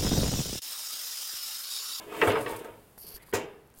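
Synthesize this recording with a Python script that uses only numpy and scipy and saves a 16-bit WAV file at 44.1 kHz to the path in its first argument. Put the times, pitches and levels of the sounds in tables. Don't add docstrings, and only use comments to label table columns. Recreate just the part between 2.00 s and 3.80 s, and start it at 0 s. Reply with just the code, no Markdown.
import sys
import numpy as np
from scipy import signal
from scipy.fft import rfft, irfft
from scipy.io import wavfile

SR = 44100
rng = np.random.default_rng(int(sys.argv[2]) if len(sys.argv) > 2 else 0)


def invert_db(level):
    return 10 ** (np.asarray(level, dtype=float) / 20)


def dump(signal):
    limited = np.clip(np.atleast_2d(signal).T, -1, 1)
    pcm = np.round(limited * 32767).astype(np.int16)
    wavfile.write(sys.argv[1], SR, pcm)


N = 79380
TIME = np.arange(N) / SR


def rms_one(x):
    return x / np.sqrt(np.mean(x ** 2) + 1e-20)


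def curve(s, values):
    return np.interp(TIME, s, values)


def colour(x, spectrum):
    hz, db = np.transpose(spectrum)
    f = np.fft.rfftfreq(len(x), 1 / SR) + 1
    gain = invert_db(np.interp(np.log(f), np.log(hz), db, left=-60, right=-60))
    return rms_one(irfft(rfft(x) * gain, len(x)))


def ring(clicks, hz, t60):
    r = invert_db(-60 / (t60 * SR))
    w = 2 * np.pi * hz / SR
    return signal.lfilter([0, np.sin(w)], [1, -2 * r * np.cos(w), r * r], clicks + 1e-18)


def soften(x, hz):
    r = np.exp(-2 * np.pi * np.clip(hz, 50, 15000) / SR)
    return signal.lfilter([(1 - r) ** 2], [1, -2 * r, r * r], x)


def click_at(s, db):
    click = np.zeros(N)
    click[int(s * SR)] = invert_db(db)
    return click


def grains(per_s, spread_db):
    sizes = invert_db(spread_db * np.minimum(rng.exponential(1, N), 5)) * rng.choice([-1, 1], N)
    return rms_one(sizes * (rng.random(N) < per_s / SR))


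def burst(s, db, hz, span, length):
    out, i, n = np.zeros(N), int(s * SR), 1500
    fade = np.exp(-np.arange(n) / (length * SR))
    spray = np.eye(1, n)[0] + 1.65 * rng.standard_normal(n) * fade
    band = np.clip([hz / span, hz * span], 50, 17000)
    pulse = signal.sosfilt(signal.butter(2, band, "band", fs=SR, output="sos"), spray)[:N - i]
    out[i:i + len(pulse)] = invert_db(db) * pulse / np.abs(pulse).max()
    return out


def split_at(x, hz):
    low = signal.sosfilt(signal.butter(3, hz, fs=SR, output="sos"), x)
    high = signal.sosfilt(signal.butter(3, hz, "high", fs=SR, output="sos"), x)
    return low, high


# [t/s, pressure level/dB, bright share level/dB]
RUBBING = [(0, -56, 11.5), (.05, -55, -2.5), (0.133, -51, 9.5), (.21, -44.5, 7.5), (.24, -33, -7.5),
           (0.367, -33.5, -3.5), (0.437, -44, -9), (0.476, -37.5, -3.5), (0.559, -51.5, 5.5),
           (.67, -47, -15), (0.799, -63, -5), (.97, -85.5, 4), (1.1, -60.5, -1.5), (1.22, -79.5, 20),
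           (1.319, -68.5, -12), (1.349, -37.5, 2), (1.498, -55.5, -1), (1.8, -87, -16)]


def rubbing():
    times, pressure_db, bright_db = np.transpose(RUBBING)
    slips = grains(3000, spread_db=1)
    dull = rms_one(soften(slips, 1200))
    bright = rms_one(ring(slips, 2940, 0.0012) + invert_db(-8.5) * ring(slips, 5100, 0.0041))
    return invert_db(curve(times, pressure_db)) * (dull + invert_db(curve(times, bright_db)) * bright)


# [f/Hz, level/dB per Hz]
BIN_COLOUR = [(110, -53), (200, -23), (359, -8), (428, -1), (804, -9.5), (917, -10), (3300, -15),
              (5200, -30.5), (7800, -58), (13200, -120)]


def hollow():
    t = np.arange(SR // 2) / SR
    out = 0
    edges = 140 * 2 ** np.arange(0, 6.1, .5)
    white = colour(rng.standard_normal(len(t)), BIN_COLOUR)
    for low, high in zip(edges, edges[1:]):
        band = signal.sosfilt(signal.butter(2, [low, high], "band", fs=SR, output="sos"), white)
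        t60 = 0.14 * (low / 500) ** -0.056
        out = out + band * invert_db(-60 * t / t60)
    return out / np.sqrt(np.sum(out ** 2))


# [t/s, peak level/dB, contact f/Hz, bin drum level/dB, bin boom level/dB]
KNOCKS = [(.069, -48, 510, -45, -74), (.121, -35, 790, -29, -71), (0.215, -11, 1420, -43, -53),
          (0.224, -24, 1350, -21, -38.5), (0.229, -14.5, 620, -16, -53), (0.273, -18, 1200, -14, -19.5),
          (0.284, -23.5, 900, -18.5, -49), (.294, -23, 3300, -49, -58), (.302, -18.5, 2030, -40, -55),
          (0.319, -23, 2960, -30, -36), (.355, -21, 1200, -38, -61), (0.385, -51, 2500, -38, -34.5),
          (0.461, -26, 2000, -25.5, -59), (0.529, -32.5, 810, -30.5, -45), (0.613, -52, 802, -30.5, -67),
          (.647, -37, 1500, -31, -69), (1.048, -62, 497, -54, -62), (1.327, -31, 1290, -31.5, -41),
          (1.335, -24.5, 1560, -13.5, -29), (1.348, -24, 2170, -25, -73), (1.366, -38, 2220, -40, -63),
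          (1.442, -52, 700, -29.5, -51)]
# [f/Hz, level/dB, t60/s]
WOOD_NOTES = [(317, -12, 0.14), (562, -14.5, 0.13), (638, -27.5, 0.098), (900, -13.5, 0.13),
              (1100, -11.5, 0.13), (1263, -19.5, 0.055), (1602, -2.5, 0.032), (1865, -4, 0.022),
              (2233, -0.5, 0.017), (3152, -7, 0.02)]
# [f/Hz, level/dB, t60/s]
DRUM_NOTES = [(400, -17, 0.52), (424.6, -11, 0.428), (436, -7.5, 0.107)]
BODIES = 5


def handles():
    luck_db = rng.normal(0, 0.99, (len(KNOCKS), len(WOOD_NOTES)))
    rub = rubbing()
    hits = np.array([burst(s, db, hz, span=1.88, length=0.0031) for s, db, hz, _, _ in KNOCKS])
    drum, boom = np.zeros((2, N))
    for s, _, _, drum_db, boom_db in KNOCKS:
        drum[int(s * SR)], boom[int(s * SR)] = invert_db(drum_db), invert_db(boom_db)
    out = ring(soften(boom, 184) + invert_db(-92) * rub, 102, 0.2)
    for hz, db, t60 in DRUM_NOTES:
        out += ring(invert_db(db) * (soften(drum, 775) + invert_db(-38.5) * rub), hz, t60)
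    for m, (hz, db, t60) in enumerate(WOOD_NOTES):
        drive = invert_db(db - 28) * (invert_db(luck_db[:, m]) @ hits) + invert_db(db - 33.5) * rub
        out += (-1) ** m * ring(drive, hz, t60)
    sway = np.pi * TIME / 0.12
    for k in range(BODIES):
        share = np.cos(sway / BODIES - np.pi * k / BODIES) ** 2
        drive = invert_db(6.5) * hits[k::BODIES].sum(axis=0) + rub * share
        out += invert_db(-7.5 - 3.5) * signal.fftconvolve(drive, hollow())[:N]
    out += invert_db(-9.5) * hits.sum(axis=0)
    return signal.sosfilt(signal.butter(2, 90, "high", fs=SR, output="sos"), out)


# [t/s, level/dB, f/Hz, t60/s]
PINGS = [(0, -49.5, 1009, 0.37), (0, -41.5, 782, 0.044), (0.065, -39.5, 417, 0.32), (0.092, -51, 312, 0.96),
         (.118, -39.5, 735, 0.059), (0.146, -40, 1134, 0.095), (0.161, -45, 323, 0.36),
         (.225, -23.5, 874, 0.19), (0.23, -30.5, 314, 0.19), (.276, -22.5, 900, 0.079),
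         (.279, -27, 690, 0.11), (.296, -28, 490, .06), (0.322, -44, 590, .06), (0.353, -32, 895, 0.1),
         (0.359, -25, 1240, 0.076), (.375, -48, 650, 0.087), (.39, -41, 124.6, 0.56),
         (0.461, -35, 1140, 0.23), (.468, -43, 650, .15), (0.472, -51.5, 115.5, 1),
         (.499, -34.5, 920, 0.16), (0.523, -32.5, 434, 0.17), (.525, -36, 873, 0.11),
         (.61, -43.5, 434, 0.11), (0.539, -43, 110, 0.15), (.55, -41, 1100, 0.13), (.65, -46, 880, 0.075),
         (.655, -46.5, 537, 0.26), (.69, -42, 424, .3), (0.701, -51.5, 107, .4), (1.043, -45, 388, 0.056),
         (1.076, -48.5, 162, 0.14), (1.1, -47, 423, 0.059), (1.162, -45.5, 410, 0.046),
         (1.287, -58, 180, 0.073), (1.286, -50, 1100, 0.045), (1.336, -40, 653, 0.22),
         (1.34, -32.5, 730, 0.19), (1.344, -33, 1906, 0.2), (1.38, -44, 812, 0.52),
         (1.506, -42, 460, 0.072)]


def pings():
    out = np.zeros(N)
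    for s, db, hz, t60 in PINGS:
        out += ring(soften(click_at(s, db + 6), 0.94 * hz), hz, t60)
    return out


# [t/s, rise/s, level/dB, t60/s, brightest f/Hz]
GRIT = [(0, 0.027, -61.5, 1.0, 7500), (0.088, 0.18, -44, 0.37, 8600), (0.18, .002, -59, 0.27, 13200),
        (0.219, .002, -55, 0.78, 12000), (0.273, 0.0031, -38.5, 0.18, 11500),
        (0.338, 0.052, -52, 0.61, 9700), (0.403, 0.006, -45, 0.21, 11100), (0.457, 0.041, -48, 0.47, 9600),
        (0.508, 0.0032, -51, 0.16, 15000), (.561, 0.0025, -43.5, 0.075, 11700),
        (0.589, 0.0012, -46.5, 0.077, 9500), (0.644, .002, -54, 0.13, 8200),
        (1.738, 0.046, -60.5, 0.33, 12000)]
# [f/Hz, level/dB per Hz]
SAND_COLOUR = [(2650, -19), (4500, -12.5), (5770, -16.5), (6520, -14.5), (10600, -7), (16000, -10)]
# [t/s, length/s, level/dB, brightest f/Hz]
BRUSHES = [
    (1.217, 0.027, -58.5, 11900),
    (1.256, 0.067, -61, 13800),
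]


def grit():
    out = np.zeros(N)
    sand = colour(grains(9800, spread_db=4), SAND_COLOUR)
    for s, rise, db, t60, hz in GRIT:
        fade = invert_db(db - 60 * np.clip(TIME - s - rise, 0, None) / t60)
        swell = fade * np.clip((TIME - s) / rise, 0, 1)
        focus = rms_one(ring(sand, hz, 5.5 * 2 / hz))
        out += swell * np.roll(sand + invert_db(-7.5) * focus, int(s * SR))
    for s, length, db, hz in BRUSHES:
        gate = np.clip(np.minimum(TIME - s, s + length - TIME) / 0.0076, 0, 1)
        focus = invert_db(-4) * rms_one(ring(sand, hz, 21 / hz))
        body = invert_db(-11.5) * rms_one(ring(sand, 4900, 0.0046))
        out += invert_db(db) * gate * (sand + focus + body)
    return out


# [t/s, level/dB]
RUSTLE = [
    (0, -60.5),
    (.95, -66),
    (1.4, -70.5),
    (1.8, -75),
]


def rustle():
    return invert_db(curve(*np.transpose(RUSTLE))) * colour(rng.standard_normal(N), SAND_COLOUR)


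# [f/Hz, level/dB per Hz]
OUTDOOR_COLOUR = [(15, -21), (25, 12), (166, 12), (416, 5.5), (575, 5), (796, 4), (2160, -5.5),
                  (11900, -25.5), (16000, -19)]


def outdoor_floor():
    return invert_db(-60) * colour(rng.standard_normal(N), OUTDOOR_COLOUR)


# [t/s, peak level/dB, f/Hz]
TICKS = [(0.0398, -43, 11100), (0.9784, -33, 11600), (1.027, -27, 12600), (1.0724, -32, 11700),
         (1.0884, -29, 11900), (1.1272, -28, 13500), (1.1424, -23, 12100), (1.1665, -21, 11900),
         (1.2950, -36, 9500), (1.3349, -37.5, 7000), (1.6749, -39, 12600), (1.702, -37, 10000),
         (1.7144, -48, 5200), (1.7404, -38, 6000), (1.7494, -36, 15700), (1.7604, -34, 12400),
         (1.7704, -72, 9730), (1.7753, -34, 8360), (1.7816, -31, 14300), (1.7876, -23.5, 10500),
         (1.7934, -28, 13500)]


def gravel_ticks():
    out = sum(burst(s, db - 11, hz, span=1.5, length=0.0006) for s, db, hz in TICKS)
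    return out + burst(.976, -45, 190, span=2.2, length=.003)


# [t/s, level/dB, f/Hz]
THUMPS = [
    (0.29, -56, 50),
    (1.138, -40, 44.5),
    (1.6, -64, 40),
    (1.7, -64, 71),
    (1.77, -50, 30),
]


def handling_thumps():
    return sum(ring(soften(click_at(s, db), 56), hz, 0.22) for s, db, hz in THUMPS)


# [t/s, peak level/dB, f/Hz, span as a
CATCHES = [
    (.9795, -38, 5000, 3.0),
    (.9795, -41, 400, 3.0),
    (1.0895, -33, 8600, 1.25),
    (1.1665, -33, 8000, 2.5),
    (.622, -54, 13000, 1.3),
    (.6465, -42, 2500, 2.5),
]


def catches():
    return sum(burst(s, db, hz, span, length=0.0006) for s, db, hz, span in CATCHES)


# [t/s, level/dB]
SCRAPE = [
    (.975, -73),
    (.982, -47),
    (1.03, -48.5),
    (1.06, -50.5),
    (1.09, -44),
    (1.13, -51),
    (1.16, -46),
    (1.176, -52),
    (1.183, -59),
]
# [f/Hz, level/dB per Hz]
SCRAPE_COLOUR = [(1180, -43), (2000, -25), (2960, -8.5), (3810, -18), (4570, -3.5), (5070, 2.5),
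                 (7380, -19.5), (12000, 0), (16000, -6)]
# [f/Hz, width/Hz, level/dB]
HEAD_NOTES = [(4620, 330, 4.5), (9360, 580, 1.5), (11900, 1900, 10), (14200, 1300, 3)]


def scrape():
    lumps = invert_db(2.6 * rms_one(soften(rng.standard_normal(N), 52)))
    rasp = colour(lumps * grains(6000, spread_db=2), SCRAPE_COLOUR)
    notes = sum(invert_db(db) * rms_one(ring(rasp, hz, 1.8 / width)) * .5 for hz, width, db in HEAD_NOTES)
    low, high = split_at(rasp + notes, 6500)
    rasp = high + low * np.clip((TIME - 1.005) / 0.032, .25, 1)
    touching = (TIME > SCRAPE[0][0]) * (TIME < SCRAPE[-1][0])
    return invert_db(curve(*np.transpose(SCRAPE))) * rms_one(rasp) * touching


# [t/s], [f/Hz] and [level/dB]
SQUEAK_S = (1.16, 1.215, 1.3)
SQUEAK_HZ = (1700, 2050, 1850)
SQUEAK_DB = (-60, -58, -66)


def squeak():
    wobble = rms_one(soften(rng.standard_normal(N), 300))
    note = wobble * np.sin(2 * np.pi * np.cumsum(curve(SQUEAK_S, SQUEAK_HZ)) / SR)
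    return invert_db(curve(SQUEAK_S, SQUEAK_DB)) * note * (TIME > SQUEAK_S[0]) * (TIME < 1.33)


# [f/Hz, level/dB per Hz]
CLANK_COLOUR = [(1470, -32), (2500, 6.5), (3740, -44), (3920, -2), (4990, -3), (7300, 1.5), (8270, -7.5),
                (15200, -13), (16000, -15)]


def clank():
    since = np.clip(TIME - 1.329, 0, None)
    rise = np.clip(since / 0.014, 0, 1) ** 2
    low, high = split_at(rise * colour(grains(5000, spread_db=-8), CLANK_COLOUR), 8000)
    rattle = invert_db(-31 - 60 * since / 0.23) * (low + high * invert_db(6.5 - 96 * since))
    snap = burst(1.335, -30, 15200, span=1.03, length=0.0018)
    return rattle + snap


def scene():
    background = outdoor_floor() + rustle()
    wood = handles() + pings()
    metal = grit() + scrape() + squeak() + clank()
    ground = gravel_ticks() + handling_thumps()
    return (background + wood + metal + ground + catches())[None]


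def roll_off(x):
    return signal.sosfilt(signal.butter(12, 16960, fs=SR, output="sos"), x)


def record(dry):
    steep = signal.ellip(12, .3, 70, 15950, fs=SR, output="sos")
    return roll_off(signal.sosfilt(steep, dry))


dry = scene()
out = record(dry)
dump(out)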